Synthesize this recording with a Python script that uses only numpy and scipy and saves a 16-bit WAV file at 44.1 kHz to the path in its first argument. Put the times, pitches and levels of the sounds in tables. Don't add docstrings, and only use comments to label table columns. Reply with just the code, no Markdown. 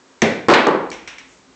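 import sys
import numpy as np
from scipy import signal
from scipy.fft import rfft, irfft, next_fast_len
from scipy.io import wavfile
from scipy.ndimage import uniform_filter1d, minimum_filter1d

SR = 44100
rng = np.random.default_rng(int(sys.argv[2]) if len(sys.argv) > 2 else 0)


def generate_wav(signal):
    frames = np.transpose(np.atleast_2d(signal))
    scaled = np.clip(frames, -1, 1) * 32767
    pcm = np.round(scaled).astype(np.int16)
    wavfile.write(sys.argv[1], SR, pcm)


N = 68355

TABLE_NOTES = [(150.5, -10.5, 0.23), (187, -7.5, 0.38), (228.5, -0.5, 0.5), (333.5, -0.5, 0.68),
               (454.4, -7.5, 0.67), (504.7, -5, 0.66), (737, -3.5, .5), (849, -9, 0.85), (1110, -4.5, .55),
               (1240, -7.5, 0.4), (1450, -6, .45), (1540, -7.5, .45)]


def landing():
    bounces = [(0.4851, -2.5, 0.5), (.501, -7.5, 1), (.512, -5.5, 1)]  # t/s, level/dB, brightness/(dB per octave)
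    wood_tone = [(40, -52), (90, -26.5), (150, -7.5), (330, 3.5), (650, -2), (1100, -2.5), (1600, -9),
                 (2500, -18.5), (4500, -25), (8000, -38)]
    out = np.zeros(N)
    for start, db, brightness in bounces:
        knock = hit(wood_tone, brightness, fade=.12, body_db=6.5, room_db=4)
        add(out, start, amp(db) * (knock + amp(-12) * ring(TABLE_NOTES)))
    return out


def cue():
    strokes = [(0.2193, -15.5)]
    tip_tone = [(150, -18.5), (500, -8), (1000, -9), (1300, -8), (2100, 2), (2900, -9), (3600, -5),
                (4600, -11.5), (6200, -10.5), (8000, -17.5)]
    tip_notes = [(0, 6200, 11, .012), (0, 3520, -3, 0.017), (.0016, 2100, 14, .014)]
    shaft_notes = [(950, -1, 0.23), (1507, -0.5, 0.61), (1750, -3, 0.53), (2025, -1.5, 0.39),
                   (2350, -2, 0.61), (2740, -2, 0.3)]
    launches = [(.2238, -12.5)]
    slate_tone = [(40, -37), (100, -7), (220, -4.5), (380, -4), (520, -4.5), (900, -16.5), (2000, -32),
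                  (6000, -57)]
    slate_notes = [(226.9, 3, 0.24), (375.6, -10, 0.21)]
    out = np.zeros(N)
    for start, db in strokes:
        click = hit(tip_tone, fade=.08, body_db=5, room_db=9)
        add(out, start, amp(db) * (click + ping(tip_notes) + amp(-10) * ring(shaft_notes)))
    for start, db in launches:
        thump = hit(slate_tone, fade=.12, body_db=5.5, room_db=5.5)
        add(out, start, amp(db) * (thump + amp(.5) * ring(slate_notes)))
    return out


def ball_clicks():
    cracks = [(0.5374, -7)]
    crack_tone = [(100, -23), (500, -7.5), (1300, -1.5), (2300, 0.5), (3000, -3.5), (4200, -4.5),
                  (5600, -17.5), (7200, -20.5), (8500, -25.5)]
    ticks = [(0.6702, -33), (0.9028, -40)]
    rim_tone = [(500, -29), (3400, -23), (4400, 3.5), (5400, -6), (7000, -4), (8500, -9.5)]  # f/Hz, level/dB
    clacks = [(0.9161, -34, -1), (0.93, -38, 3), (1.0759, -33, -0.5), (1.184, -39, 1)]
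    ball_tone = [(100, -18.5), (500, -15), (1400, -8.5), (1900, -3.5), (2350, -1), (2900, -5), (3700, -7.5),
                 (4800, -14.5), (5700, -5), (6400, -12), (8000, -16.5)]
    ball_notes = [(0, 2335, 9.5, .022), (0, 5820, -6, 0.013), (.0042, 2050, 4, .016)]
    out = np.zeros(N)
    for start, db in cracks:
        add(out, start, amp(db) * hit(crack_tone, fade=.044, body_db=7, room_db=5.5))
    for start, db in ticks:
        add(out, start, amp(db) * hit(rim_tone, fade=.0075, body_db=7, room_db=3.5))
    for start, db, brightness in clacks:
        clack = hit(ball_tone, brightness, fade=.13, body_db=5.5, room_db=9)
        add(out, start, amp(db) * (clack + ping(ball_notes)))
    return out


def pocket_drop():
    drops = [(0.6683, -11, 0.5), (.686, -14, -1), (.711, -22.5, 0), (0.7486, -17.5, -2)]  # t/s, level/dB, brightness/(dB per octave)
    pocket_tone = [(40, -40.5), (100, -23), (170, -6.5), (330, 1), (470, -0.5), (690, -7.5), (830, -1),
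                   (1050, -4.5), (1500, -11), (2400, -21.5), (4000, -38.5), (8000, -47.5)]
    out = np.zeros(N)
    for start, db, brightness in drops:
        thud = hit(pocket_tone, brightness, fade=.067, body_db=5.5, room_db=4.5)
        add(out, start, amp(db) * (thud + amp(-13.5) * ring(TABLE_NOTES)))
    return out


def hit(tone, brightness=0, *, fade, body_db, room_db):
    echoes = [(.0021, 0.58), (.0047, 0.4), (.0085, .3), (0.0144, .35), (0.0197, 0.26)]
    t = np.arange(N) / SR
    body = rng.standard_normal(N) * 1000 ** (-t / fade)
    blow = amp(body_db) * body / np.linalg.norm(body) + amp(room_db) * room()
    blow[0] += 1
    for delay, gain in echoes:
        blow[round(delay * rng.uniform(.85, 1.15) * SR)] += gain

    def tone_db(hz):
        return along(tone, hz) + brightness * np.log2(np.clip(hz, 200, 9000) / 1000)
    return unit(coloured(blow, tone_db), SR // 30)


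def ring(notes):
    t = np.arange(N) / SR
    out = np.zeros(N)
    for hz, db, fade in notes:
        loudness = amp(db + rng.normal(0, 1.5)) * 1000 ** (-t / fade)
        out += loudness * np.sin(2 * np.pi * (hz * t + rng.random()))
    return out * (1 - np.exp(-t / .001))


def ping(notes):
    t = np.arange(N) / SR
    rise = 1 - np.exp(-t / .0003)
    out = np.zeros(N)
    for delay, hz, db, fade in notes:
        add(out, delay, amp(db) * 1000 ** (-t / fade) * np.sin(2 * np.pi * hz * t) * rise)
    return out


def room():
    fades = [(80, 0.66), (300, 0.6), (1000, 0.58), (2500, 0.57), (5000, 0.5), (8000, 0.42)]
    echo_tone = [(100, -4.5), (400, 0.5), (2000, 0), (4000, -4.5), (7000, -7)]
    hz, t, spectrum = signal.stft(rng.standard_normal(N), SR, nperseg=256)
    fading = amp(-60 * t / along(fades, hz)[:, None])
    tail = signal.istft(spectrum * fading, SR, nperseg=256)[1][:N]
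    tail *= 1 - np.exp(-np.arange(N) / SR / .012)
    return coloured(tail / np.linalg.norm(tail), lambda hz: along(echo_tone, hz))


def roll():
    levels = [(0.551, -63), (.92, -49), (1.15, -56.5), (1.55, -59)]
    rumble_tone = [(25, -16.5), (55, 2), (100, -15), (200, -10.5), (500, -20), (2000, -56.5)]  # f/Hz, level/dB
    db = np.interp(np.arange(N) / SR, *np.transpose(levels), left=-120)
    return amp(db) * noise(rumble_tone)


def background():
    hush_tone = [(24, -67), (40, -20.5), (230, -15), (269, -1), (288, -12.5), (368, -9), (690, -16.5),
                 (1080, -14.5), (2650, -23), (7600, -25), (8500, -28.5), (11000, -92), (18700, -120)]
    swells = [(1.34, .07, -53)]
    hiss_tone = [(500, -30), (3500, -14), (7000, 5), (9000, -5.5)]  # f/Hz, level/dB
    t = np.arange(N) / SR
    swell = sum(amp(db) * np.exp(-((t - peak) / width) ** 2) for peak, width, db in swells)
    return amp(-50.5) * noise(hush_tone) + swell * noise(hiss_tone)


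def noise(tone):
    return unit(coloured(rng.standard_normal(N), lambda hz: along(tone, hz)), N)


def coloured(x, gain_db):
    size = 2 * next_fast_len(N)
    gain = np.maximum(amp(gain_db(np.fft.rfftfreq(size, 1 / SR))), 1e-6)
    cepstrum = irfft(np.log(gain), size)
    cepstrum[1:size // 2] *= 2
    cepstrum[size // 2 + 1:] = 0
    return irfft(rfft(x, size) * np.exp(rfft(cepstrum)), size)[:N]


def along(points, hz):
    freqs, values = np.transpose(points)
    return np.interp(np.log(hz + 1), np.log(freqs + 1), values)


def amp(db):
    return 10 ** (np.asarray(db) / 20)


def unit(x, span):
    return x / np.sqrt(np.mean(x[:span] ** 2) + 1e-20)


def add(out, start, sound):
    i = round(start * SR)
    out[i:] += sound[:N - i]


def scene():
    return (cue() + landing() + pocket_drop() + ball_clicks() + roll() + background())[None]


def record(dry):
    treble_loss = [(7000, -1), (8000, -3.5), (8700, -19), (9200, -43)]  # f/Hz, level/dB
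    limit, hold = 1.5, int(.0065 * SR)
    overload, hardness = .74, 5
    low_hz, top_hz = 58.5, 9458
    needed_gain = limit / np.maximum(np.abs(dry), limit)
    held = dry * uniform_filter1d(minimum_filter1d(needed_gain, hold), hold)
    clipped = held / (1 + np.abs(held / overload) ** hardness) ** (1 / hardness)
    size = 2 * next_fast_len(N)
    hz = np.fft.rfftfreq(size, 1 / SR)
    bass_cut = hz ** 2 / np.hypot(hz ** 2, low_hz ** 2) * hz / np.hypot(hz, low_hz)
    treble_cut = amp(along(treble_loss, hz)) * (hz < top_hz)
    return irfft(rfft(clipped, size) * bass_cut * treble_cut, size)[:, :N]


dry = scene()
out = record(dry)
generate_wav(out)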